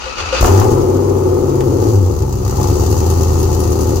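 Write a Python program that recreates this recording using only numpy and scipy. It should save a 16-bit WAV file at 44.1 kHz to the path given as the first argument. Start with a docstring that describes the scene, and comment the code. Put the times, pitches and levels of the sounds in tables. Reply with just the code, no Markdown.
"""A V8 starting in a workshop, with a stereo microphone just behind its twin tailpipes.
The starter grinds and knocks; the engine catches with a thump, flares, sags and settles to a lumpy idle.
Each firing sends a pressure pulse and a puff of gas down the pipes, which boom, bark, rasp and hiss,
with a few pops, spits and thin chirps at the mouths. The room adds a short tail; the left is louder."""
import sys
import numpy as np
from scipy import signal
from scipy.fft import rfft, irfft, next_fast_len
from scipy.io import wavfile
from scipy.ndimage import uniform_filter1d, map_coordinates

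SR = 44100
rng = np.random.default_rng(int(sys.argv[2]) if len(sys.argv) > 2 else 0)


def pcm_store(signal):
    """Save signal as 16-bit PCM."""
    levels = np.round(np.clip(np.atleast_2d(signal), -1, 1) * 32767)
    wavfile.write(sys.argv[1], SR, levels.astype(np.int16).T)


N = 176400

# engine speed, eight firings a cycle: time_s, cycle_rate_hz
ENGINE_SPEED = [(.4, 6.24), (.5, 11.2), (.6, 13.01), (.72, 16.22), (.86, 18.38), (1.02, 19.12),
                (1.16, 18.84), (1.4, 17.78), (1.6, 16.43), (1.76, 15.83), (1.88, 13.7), (2, 11.78),
                (2.12, 9.54), (2.28, 8.19), (2.45, 8), (2.65, 8.8), (2.87, 9.42), (3.06, 10.45),
                (3.3, 10.27), (3.6, 9.93), (4, 9.78)]
# cylinders in firing order: strength_db, late_ms
FIRING_ORDER = [(1, 1.05), (-3.6, .5), (1.3, .35), (0, 0), (-3.6, -1.55), (1.2, .65), (2, -.95), (2.5, .1)]
# level of the pipes' resonances: time_s, boom_db, bark_db
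PIPE_LEVELS = [(.41, -16, -20.5), (.52, -7.5, -13), (.62, -13.5, -14), (.72, -13.5, -13),
               (.84, -18.5, -13.5), (1.1, -18.5, -14.5), (1.42, -19, -14), (1.57, -17, -16),
               (1.84, -15.5, -14.5), (1.98, -9.5, -18), (2.04, -12.5, -21), (2.09, -14, -19.5),
               (2.35, -17.5, -25), (2.5, -16, -23.5), (2.71, -13.5, -18), (3.1, -13.5, -20),
               (3.41, -14, -19), (4, -15.5, -18)]
# the pipes' long resonances, with dead notches between them: freq_hz, gain_db
BOOM_RESPONSE = [(12, -60), (30, -37), (42, -4), (52, -2.5), (64, -7.5), (80, -5.5), (96, 6.5), (108, 0.5),
                 (120, -14), (134, -5.5), (150, -18), (172, -27), (193, -12.5), (212, -20.5), (280, -54),
                 (1000, -100)]
# the tailpipes' ring: freq_hz, gain_db
BARK_RESPONSE = [(100, -68), (175, -37.5), (215, -17.5), (245, -12), (277, -5.5), (303, -12), (336, -3),
                 (356, -2.5), (379, 2), (402, -2.5), (435, -12), (470, -8), (500, -12), (528, -13),
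                 (600, -23), (800, -36), (3000, -109)]
# level of the gas rushing from the mouths: time_s, rasp_db, hiss_db
GAS_LEVELS = [(.41, -32.5, -26.5), (.47, -22.5, -28), (.62, -23.5, -32), (.85, -28, -40), (1.2, -30, -41.5),
              (1.75, -31, -39.5), (1.89, -30, -34.5), (1.98, -33.5, -39.5), (2.35, -35, -39.5),
              (2.6, -27.5, -32.5), (2.8, -29.5, -32), (3.3, -29, -33), (4, -31, -34)]
# colour of that gas, low rasp and high hiss: freq_hz, density_db
RASP_SPECTRUM = [(300, 1.5), (560, -7), (650, -8), (740, 0.5), (860, 2), (1050, -4), (1320, -7.5),
                 (1650, -23), (2200, -23), (4000, -30)]
HISS_SPECTRUM = [(900, -22), (1900, -6.5), (2250, -31), (2650, -2.5), (3400, -12), (4600, 2), (5400, 0),
                 (6600, 6.5), (8300, -6), (11500, -8), (14000, 1), (16000, -6)]
# pops of the first firings, sharp spits, thin chirps at idle: start_s, level_db
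POP_EVENTS = [(.427, -10), (.446, -9), (.478, -11), (.561, -17), (.593, -14.5), (.616, -12)]
SPIT_EVENTS = [(.404, -24), (0.451, -17), (1.4946, -31), (1.6081, -11)]
CHIRP_EVENTS = [(2.9, -36), (3.1, -32.5), (3.395, -36), (3.6, -32), (3.705, -35), (3.805, -33)]
# colour of each kind of gas burst: freq_hz, density_db
POP_SPECTRUM = [(250, -5), (600, -3.5), (900, -2.5), (1400, -11), (2000, -22), (5000, -45), (14000, -44)]
SPIT_SPECTRUM = [(30, 37), (300, 29.5), (1200, 18), (3000, -1), (6500, 2), (9000, -19), (15000, -10)]
CHIRP_SPECTRUM = [(7000, -39), (9300, -6), (10000, -1), (10800, -11), (13000, -9), (16000, -15)]
# the starter's grind and a low throb that peaks as the engine catches: time_s, grind_db, throb_db
START_LEVELS = [(0, -27.5, -54), (.05, -26.5, -31), (.165, -29, -45), (.185, -20, -40), (.235, -25, -28),
                (.315, -25, -30), (.335, -18.5, -30), (.395, -18, -23), (.43, -29, -7), (.48, -30.5, -20),
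                (.6, -38, -57), (.75, -53, -75), (1.1, -80, -91)]
# colour of the grinding gears: freq_hz, density_db
GRIND_SPECTRUM = [(20, -27), (50, -4), (150, -20.5), (420, -11), (520, -11), (640, -17.5), (900, -12),
                  (1100, -13), (1350, -12), (1700, -19.5), (2100, -19.5), (2650, -14), (3400, -22.5),
                  (4200, -19.5), (4630, -24.5), (5200, -23.5), (6400, -20.5), (8400, -38), (15000, -51.5)]
# the starter housing's narrow rings: pitch_hz, half_width_hz, level_db
HOUSING_MODES = [(1304, 35, 1), (1480, 32, -12), (2530, 76, -2.5), (4690, 210, -4)]
# knocks of the starter drive: start_s, level_db
DRIVE_KNOCKS = [(0.061, -22), (0.179, -32), (0.325, -9)]
# the drive's ring after a knock: pitch_hz, level_db, t60_s
DRIVE_MODES = [(523, 2.5, 0.1), (534, -17, 0.11), (1456, -15, 0.077)]
# the workshop's decay: freq_hz, t60_s
ROOM_DECAY = [(100, 0.94), (500, 0.31), (3000, 0.18), (12000, 0.056)]
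# room tail against direct sound at the microphone: freq_hz, level_db
ROOM_SHARE = [(100, -22), (190, -22), (370, -13), (700, -5), (3000, -4.5), (14000, -3)]
# left channel over right: freq_hz, difference_db
LEFT_OVER_RIGHT = [(60, .5), (130, .5), (300, 4.5), (600, 4.8), (1000, 3.5), (2000, 4.8), (8000, 6),
                   (13000, 1.8)]

CATCH_S, CATCH_FADE_S = .406, .0084
BARK_LEFT_LAG_S = .00032
COMPRESSION_HZ, THROB_HZ, MESH_HZ = 6.9, 59.97, 1365
WHINE_GAIN, WHINE_BEND, WHINE_SWELL_DB = .42, .0513, 1.5
HOUSING_DB = -5
TOP_HZ = 15800


def exhaust():
    """Firing pulses boom and bark in the pipes; their gas rasps and hisses at the mouths."""
    boom_db, bark_db = curves(PIPE_LEVELS)
    rasp_db, hiss_db = curves(GAS_LEVELS)
    running = np.clip((np.arange(N) / SR - CATCH_S) / CATCH_FADE_S + .5, 0, 1)
    thuds = pulses(uneven=1, stagger=1, scatter_db=.7, jitter=.02)
    boom = even(pipe(unit(thuds) + .14 * rng.standard_normal(N), BOOM_RESPONSE))
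    fronts = pulses(uneven=1, stagger=1, scatter_db=1, jitter=.022)
    churn = unit(puffs(fronts, decay_s=.022, steady=.15) * rng.standard_normal(N))
    bark = even(pipe(unit(fronts) + .4 * churn, BARK_RESPONSE))
    delay_s = BARK_LEFT_LAG_S * np.array([[.5], [-.5]])
    bark = filtered(bark, lambda hz: np.exp(-2j * np.pi * hz * delay_s))
    rasp = puffs(fronts, decay_s=.003, steady=1) * noise(RASP_SPECTRUM)
    jets = pulses(uneven=.17, stagger=.45, scatter_db=4.5, jitter=.14)
    hiss = puffs(jets, decay_s=.0034, steady=1) * noise(HISS_SPECTRUM)
    pipes = amp(boom_db) * boom + amp(bark_db) * bark
    return running * (pipes + amp(rasp_db) * rasp + amp(hiss_db) * hiss)


def firings():
    """The cylinders fire in turn from the catch on: start_s, strength_db, late_s of each firing."""
    cycle_hz, = curves(ENGINE_SPEED)
    t = np.arange(N) / SR
    count = np.cumsum(cycle_hz) * len(FIRING_ORDER) / SR
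    count -= np.interp(CATCH_S, t, count)
    firing = np.arange(int(count[-1]))
    strength_db, late_ms = np.array(FIRING_ORDER)[firing % len(FIRING_ORDER)].T
    return np.interp(firing, count, t), strength_db, late_ms / 1000


def pulses(uneven, stagger, scatter_db, jitter):
    """One pressure pulse a firing; uneven and stagger scale each cylinder's strength and lateness."""
    start_s, strength_db, late_s = firings()
    slip, scatter = rng.standard_normal((N // 100, 2))[:len(start_s)].T
    interval_s = np.gradient(start_s)
    arrival_s = start_s + stagger * late_s + jitter * interval_s * slip
    at = np.clip(arrival_s * SR, 0, N).astype(int)
    return np.bincount(at, amp(uneven * strength_db + scatter_db * scatter), N + 1)[:N]


def pipe(x, colour):
    """A pipe rings after each push: a minimum-phase filter through the freq_hz, gain_db points."""
    def response(hz):
        cepstrum = irfft(np.log(amp(along(colour, hz))), 2 * len(hz) - 2)
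        cepstrum[1:len(hz) - 1] *= 2
        cepstrum[len(hz):] = 0
        return np.exp(rfft(cepstrum))
    return filtered(x, response)


def puffs(train, decay_s, steady):
    """Gas flow: a dying puff after each pulse, on a steady stream."""
    t = np.arange(SR // 20) / SR
    puff = np.exp(-t / decay_s) - np.exp(-2 * t / decay_s)
    flow = signal.fftconvolve(train, puff)[:N]
    return even(even(flow) + steady)


def gas_bursts(events, spectrum, t60_s):
    """Gas bursts from the pipe mouths, starting sharply and dying fast."""
    t = np.arange(N) / SR
    envelope = sum((t >= s) * amp(db - 60 * abs(t - s) / t60_s) for s, db in events)
    return noise(spectrum) * envelope


def starter():
    """Gears grind, ring the housing and whine, bending with each compression, over a low throb."""
    def housing(hz):
        return sum(amp(db) / (1 + ((hz - pitch) / width) ** 2) for pitch, width, db in HOUSING_MODES)
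    grind_db, throb_db = curves(START_LEVELS)
    stroke = np.sin(2 * np.pi * COMPRESSION_HZ * np.arange(N) / SR)
    mesh_hz = MESH_HZ * (1 + WHINE_BEND * stroke + .008 * wobble(60))
    mesh_phase = 2 * np.pi * np.cumsum(mesh_hz) / SR
    whine = WHINE_GAIN * amp(WHINE_SWELL_DB * stroke) * (np.sin(mesh_phase) + np.sin(2 * mesh_phase))
    rings = amp(HOUSING_DB) * unit(filtered(rng.standard_normal((2, N)), housing))
    grind = unit((noise(GRIND_SPECTRUM) + whine + rings) * amp(1.8 * wobble(220)))
    # a low chug while cranking, then the heavy thump of the first firings as the engine catches
    throb_phase = 2 * np.pi * np.cumsum(THROB_HZ * (1 + .25 * wobble(47.6))) / SR
    throb = unit(np.sin(throb_phase) * amp(.94 * wobble(42.8)))
    return amp(grind_db) * grind + amp(throb_db) * throb


def drive_knocks():
    """The starter drive rings each time it takes up the load."""
    knocks = np.zeros(N)
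    for start_s, level_db in DRIVE_KNOCKS:
        t = np.maximum(np.arange(N) / SR - start_s, 0)
        attack = 1 - np.exp(-t / .0043)
        ring = sum(amp(db - 60 * t / t60) * np.sin(2 * np.pi * hz * t) for hz, db, t60 in DRIVE_MODES)
        knocks += amp(level_db) * attack * ring
    return knocks


def workshop(direct):
    """The direct sound reaches the microphone with a short room tail, different in each channel."""
    hz, t, frames = signal.stft(rng.standard_normal((2, SR // 2)), SR, nperseg=256)
    decay = amp(-60 * t / along(ROOM_DECAY, hz)[:, None])
    tail = signal.istft(frames * decay, SR, nperseg=256)[1]
    room = signal.fftconvolve(direct, tail / np.linalg.norm(tail[0]), axes=1)[:, :N]
    wet = lambda f: amp(along(ROOM_SHARE, f))
    return filtered(direct + filtered(room, wet), lambda f: 1 / np.hypot(1, wet(f)))  # same total power


def amp(db):
    """Decibels to gain."""
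    return 10 ** (np.asarray(db) / 20)


def unit(x):
    """x at rms 1."""
    return x / np.sqrt(np.mean(x ** 2) + 1e-20)


def even(x, size=7000):
    """x with its slow level held near rms 1; single beats keep their shape."""
    power = uniform_filter1d(uniform_filter1d(x ** 2, size), size // 2)
    return x / np.sqrt(abs(power) + .02 * np.mean(x ** 2))


def along(points, hz):
    """A table's value at hz, on a log frequency axis."""
    freq_hz, values = np.transpose(points)
    return np.interp(np.log(hz + 1), np.log(freq_hz + 1), values)


def curves(rows):
    """One value per sample for each column after time_s."""
    time_s, *columns = np.transpose(rows)
    return [np.interp(np.arange(N) / SR, time_s, column) for column in columns]


def wobble(rate_hz):
    """A smooth random curve, rate_hz knots a second."""
    knots = rng.standard_normal(int(N * rate_hz / SR) + 4)
    return map_coordinates(knots, [np.arange(N) * rate_hz / SR])


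def filtered(x, response):
    """x through a complex response of frequency."""
    size = next_fast_len(N + SR // 2)
    return irfft(rfft(x, size) * response(np.fft.rfftfreq(size, 1 / SR)), size)[..., :N]


def noise(spectrum):
    """Wide stereo noise of this colour, mid and side each near rms 1."""
    mid, side = unit(filtered(rng.standard_normal((2, N)), lambda hz: amp(along(spectrum, hz))))
    return np.array([mid + side, mid - side])


def scene():
    """The car in the workshop from just behind the tailpipes, louder on the left."""
    gas = gas_bursts(POP_EVENTS, POP_SPECTRUM, t60_s=.04)
    gas += gas_bursts(SPIT_EVENTS, SPIT_SPECTRUM, t60_s=.0081)
    gas += gas_bursts(CHIRP_EVENTS, CHIRP_SPECTRUM, t60_s=.13)
    at_mic = workshop(exhaust() + starter() + drive_knocks() + gas)
    return filtered(at_mic, lambda hz: amp(along(LEFT_OVER_RIGHT, hz) * np.array([[.5], [-.5]])))


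def record(dry):
    """The highest peaks are rounded off at full scale; nothing passes above TOP_HZ."""
    rounded = dry / (1 + abs(dry) ** 8) ** (1 / 8)
    return filtered(rounded, lambda hz: hz < TOP_HZ)


dry = scene()
out = record(dry)
pcm_store(out)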